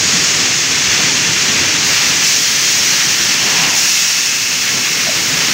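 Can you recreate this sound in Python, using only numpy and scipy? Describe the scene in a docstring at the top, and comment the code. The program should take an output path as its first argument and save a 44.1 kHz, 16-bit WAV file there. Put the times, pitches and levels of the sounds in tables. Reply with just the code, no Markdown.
"""Beside a steel floor grate where workers empty a sack of maize; one mono microphone, close in.
From the start, kernels hiss down the heap, clatter into the pit and ring the bars, with a few dull
knocks, over the rumble of machinery. From 1.8 s each tip of the sack lets go a bright rush of grain.
Near 3.6 s the cloth swishes as the sack is pulled up, and the last rush falls.
The heap keeps running off, and more knocks sound just after 5 s."""
import sys
import numpy as np
from scipy.fft import rfft, irfft, next_fast_len
from scipy.io import wavfile
from scipy.ndimage import uniform_filter1d, minimum_filter1d, map_coordinates

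SR = 44100
rng = np.random.default_rng(int(sys.argv[2]) if len(sys.argv) > 2 else 0)


def generate_wav(sig):
    """Save sig (samples, or channels by samples) to the path in sys.argv[1] as 16-bit PCM at SR."""
    pcm = np.round(np.clip(np.atleast_2d(sig).T, -1, 1) * 32767).astype(np.int16)
    wavfile.write(sys.argv[1], SR, pcm)


N = 243873


def heap(runoff_db, spray_offset_db=-13.5):
    """Hard kernels skitter over each other; the lightest touches make a fine spray of ticks."""
    # hiss of the kernels sliding down the heap: time_s, level_db
    flow = [(0, -14.5), (0.25, -14), (0.55, -16), (1.0, -15.5), (1.75, -16.0), (3.6, -16.0), (4.15, -16.0),
            (4.45, -17.5), (5.2, -17.5), (5.53, -16.5)]
    # spectrum of the skittering: frequency_hz, gain_db
    hiss_colour = [(900, -30), (2600, -8.5), (3800, -7.5), (4800, -3), (5500, 0.5), (6400, 0), (6930, -1.5),
                   (7120, -7), (7600, -8.5), (8200, -14.5), (9200, -22), (10200, -29.5), (15000, -39)]
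    # spectrum of the lightest ticks: frequency_hz, gain_db
    spray_colour = [(5000, -15), (7500, -8), (8900, 1), (10000, -7), (11600, -8), (12700, -3.5),
                    (14200, -2.5), (15600, 1.5)]
    slides = amp(0.3 * wobble(35))
    hiss = coloured(impacts(per_s=24000, spread_db=3) * slides, hiss_colour)
    spray = coloured(impacts(per_s=14000, spread_db=0.5) * slides, spray_colour)
    poured_hiss, poured_spray = pouring()
    hiss_power = amp(curve(flow)) ** 2 + poured_hiss
    spray_power = amp(runoff_db + spray_offset_db) ** 2 + poured_spray
    return hiss * np.sqrt(hiss_power) + spray * np.sqrt(spray_power)


def pouring(attack_s=0.045, release_s=0.11, trickle_db=-7.5):
    """Power of the hiss and spray out of the sack: each rush swells, holds and dies to a trickle."""
    # rushes of grain from the tipped sack: start_s, spray_db, hold_s, hiss_db
    rushes = [(1.83, -28, .14, -20.5), (2.202, -25, .03, -14.5), (2.36, -28, 0.74, -26),
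              (2.59, -36, 0.035, -19), (3.73, -24, 0.22, -16.5)]
    t = np.arange(N) / SR
    hiss_power, spray_power = np.zeros(N), np.zeros(N)
    for start_s, spray_db, hold_s, hiss_db in rushes:
        opened = np.clip((t - start_s) / attack_s, 0, 1)
        remaining = np.exp(-np.maximum(t - start_s - attack_s - hold_s, 0) / release_s)
        trickle = (1 - remaining) * amp(trickle_db) ** 2
        hiss_power += amp(hiss_db) ** 2 * opened * remaining
        spray_power += amp(spray_db) ** 2 * opened * (remaining + trickle)
    return hiss_power, spray_power


def grate(runoff_db, steel_db=-27.5, glancing_db=-8.5, dwell_s=0.83):
    """Kernels drop in clumps into the pit; each bar rings loudest as the wandering stream hits it."""
    # spectrum of kernels landing in the pit: frequency_hz, gain_db
    clatter_colour = [(150, -25), (650, -15), (1150, -7.5), (1580, -4), (1720, -1), (2750, -1),
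                      (3550, -5.5), (4500, -5), (7000, -17.5), (10000, -54)]
    # modes of the steel bars: pitch_hz, width_hz, gain_db, square_hit_s
    bars = [(1723, 29, -4.5, 3.9), (2170, 14, -6, 3.0), (2166, 47, 1, 4.9), (2368, 32, 0.5, 1.56),
            (2600, 28, 3.5, 4.2), (2764, 37, 1.5, 1.5), (2760, 82, 3.5, 3.8), (3204, 24, 0, 2.7),
            (3437, 17, 2, 0.96), (4180, 13, 0, 2.4), (5335, 15, 4.5, 3.5), (5480, 28, 3.5, 4.15),
            (5800, 28, 0, 2.6), (5900, 35, 5.5, 2.9), (6160, 28, 2, 0.96), (6370, 35, 2.5, 2.9),
            (6850, 46, 2.5, 0.26)]
    t = np.arange(N) / SR
    clumps = amp(0.8 * wobble(45))
    pit = coloured(impacts(per_s=14000, spread_db=3) * clumps, clatter_colour) * amp(runoff_db)
    steel = np.zeros(N)
    for pitch_hz, width_hz, gain_db, square_hit_s in bars:
        aim = np.exp(-((t - square_hit_s) / dwell_s) ** 2)
        ring = rung(impacts(per_s=2500, spread_db=4.0), [(pitch_hz, width_hz, 0)])
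        steel += ring * amp(steel_db + gain_db + glancing_db * (1.5 - aim))
    return pit + steel


def sack(fastest_s=3.625, level_db=-24.5, swell_s=0.19):
    """The cloth rubs over the grain in one stroke that speeds up and slows as the sack is lifted."""
    # spectrum of the rubbing cloth: frequency_hz, gain_db
    swish_colour = [(60, -30), (150, -2), (550, -3), (820, 4.5), (1030, 5), (1250, -14), (2500, -0.5),
                    (6000, -40)]
    t = np.arange(N) / SR
    stroke = np.exp(-((t - fastest_s) / swell_s) ** 2)
    return amp(level_db) * stroke * coloured(impacts(per_s=4000, spread_db=4.0), swish_colour)


def knocks(pitch_spread=0.137, attack_s=0.0019, mode_count=5):
    """Each soft blow sets off a cluster of close, quickly damped modes."""
    # dull knocks: start_s, level_db, pitch_hz, t60_s
    blows = [(0.134, -18.5, 191, 0.19), (0.882, -25.5, 90, 0.28), (0.99, -20.5, 720, 0.087),
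             (1.59, -30, 90, .4), (1.61, -28, 335, 0.4), (1.731, -25, 295.5, 0.35), (3.59, -23, 159, .25),
             (5.07, -19.5, 647, 0.085), (5.083, -24, 190, 0.19), (5.089, -17, 647, .08),
             (5.32, -20.5, 166, 0.22)]
    t = np.arange(SR // 2) / SR
    track = np.zeros(N + SR)
    offset = np.linspace(-1, 1, mode_count)[:, None]
    for start_s, level_db, pitch_hz, t60_s in blows:
        phase = rng.uniform(0, 2 * np.pi, (mode_count, 1))
        modes_hz = pitch_hz * (1 + pitch_spread * offset)
        cluster = (np.exp(-offset ** 2) * np.sin(2 * np.pi * modes_hz * t + phase)).sum(0)
        envelope = np.exp(-np.log(1000) * t / t60_s) * (1 - np.exp(-t / attack_s))
        blow = cluster * envelope
        blow *= np.linalg.norm(envelope) / np.linalg.norm(blow)  # same energy whatever the phases
        track[round(start_s * SR):][:len(t)] += amp(level_db) * blow
    return track[:N]


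def machinery(uneven_db=1.5, casing_db=-7.5, drone_db=-10, drone_fade_db_per_s=0.5):
    """A rough rumble, partly through the casing's resonances, above a deep, slowly fading drone."""
    # rise and fall of the machinery: time_s, level_db
    machine_level = [(0, -26.5), (0.65, -28.5), (1.65, -27.5), (2.15, -29), (2.35, -32.5), (2.85, -29.5),
                     (3.15, -31.5), (3.65, -29), (3.88, -37.0), (4.55, -36), (4.7, -30.5), (5.0, -32.5),
                     (5.3, -28), (5.53, -29)]
    # spectrum of the rumble: frequency_hz, gain_db
    rumble_colour = [(20, -55), (60, -46), (100, -14), (135, 1.5), (260, -2.5), (430, -4), (560, -9.5),
                     (1000, -12.5), (2000, -26.5), (5000, -57)]
    # resonances of the casing: pitch_hz, width_hz, gain_db
    casing_modes = [(182, 19, -4.5), (260.4, 16, 0.5), (333.4, 13, -7), (407, 13, -11), (566, 18, -9.5)]
    # spectrum of the drone: frequency_hz, gain_db
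    drone_colour = [(20, -36), (32, -28), (45, -17), (62, -11), (95, 0), (120, 1), (170, -22), (400, -52)]
    t = np.arange(N) / SR
    drive = rng.standard_normal((3, N)) * amp(uneven_db * wobble(20))
    rumble = coloured(drive[0], rumble_colour)
    casing = amp(casing_db) * rung(drive[1], casing_modes)
    drone = amp(drone_db - drone_fade_db_per_s * t) * coloured(drive[2], drone_colour)
    return amp(curve(machine_level)) * (rumble + casing + drone)


def impacts(per_s, spread_db):
    """Tiny blows at random moments, of uneven strength."""
    struck = rng.random(N) < per_s / SR
    polarity, strength = rng.standard_normal((2, N))
    return struck * np.sign(polarity) * amp(spread_db * strength)


def rung(x, modes):
    """What a body with (pitch_hz, width_hz, gain_db) modes gives off when x drives it, at rms 1."""
    def response(hz):
        return sum(amp(db) * 1j * hz * width / (pitch ** 2 - hz ** 2 + 1j * hz * width)
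                   for pitch, width, db in modes)
    return unit(filtered(x, response))


def coloured(x, spectrum):
    """x shaped by (frequency_hz, gain_db) points, at rms 1."""
    points_hz, gain_db = np.transpose(spectrum)
    return unit(filtered(x, lambda hz: amp(np.interp(np.log(hz + 1), np.log(points_hz), gain_db))))


def filtered(x, response):
    """x through a complex frequency response."""
    size = next_fast_len(N + SR // 2)
    return irfft(rfft(x, size) * response(np.fft.rfftfreq(size, 1 / SR)), size)[..., :N]


def wobble(knots_per_s):
    """A smooth random curve."""
    return map_coordinates(rng.standard_normal(2000), [np.arange(N) * knots_per_s / SR], mode="wrap")


def curve(rows):
    """One value per sample from (time_s, value) rows."""
    return np.interp(np.arange(N) / SR, *np.transpose(rows))


def amp(db):
    """Decibels to gain."""
    return 10 ** (np.asarray(db) / 20)


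def unit(x):
    """x at an rms of 1."""
    return x / np.sqrt(np.mean(x ** 2) + 1e-20)


def scene():
    """All sources meet at one close microphone, the same in both channels."""
    # clatter of the kernels running off into the pit: time_s, level_db
    runoff = [(0, -19.5), (0.22, -17), (0.63, -19.5), (1.0, -16), (1.13, -18.5), (1.6, -16), (1.8, -18),
              (1.97, -16.0), (2.5, -20), (2.93, -17), (3.15, -19.0), (3.6, -15.5), (3.83, -20.5),
              (3.98, -20), (4.3, -21.5), (5.25, -18.5), (5.53, -16.5)]
    runoff_db = curve(runoff)
    mix = grate(runoff_db) + heap(runoff_db) + machinery() + sack() + knocks()
    return np.array([mix, mix])


def record(dry, low_cut_hz=42, ceiling=0.88, top_hz=15760):
    """The recorder cuts the deepest bass, limits the highest peaks and keeps nothing above top_hz."""
    thinned = filtered(dry, lambda hz: hz ** 3 / np.sqrt(hz ** 6 + low_cut_hz ** 6))
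    needed_gain = np.minimum(1, ceiling / (np.abs(thinned) + 1e-9))
    smooth_gain = uniform_filter1d(minimum_filter1d(needed_gain, size=129), size=129)
    return filtered(thinned * smooth_gain, lambda hz: hz < top_hz)


dry = scene()
out = record(dry)
generate_wav(out)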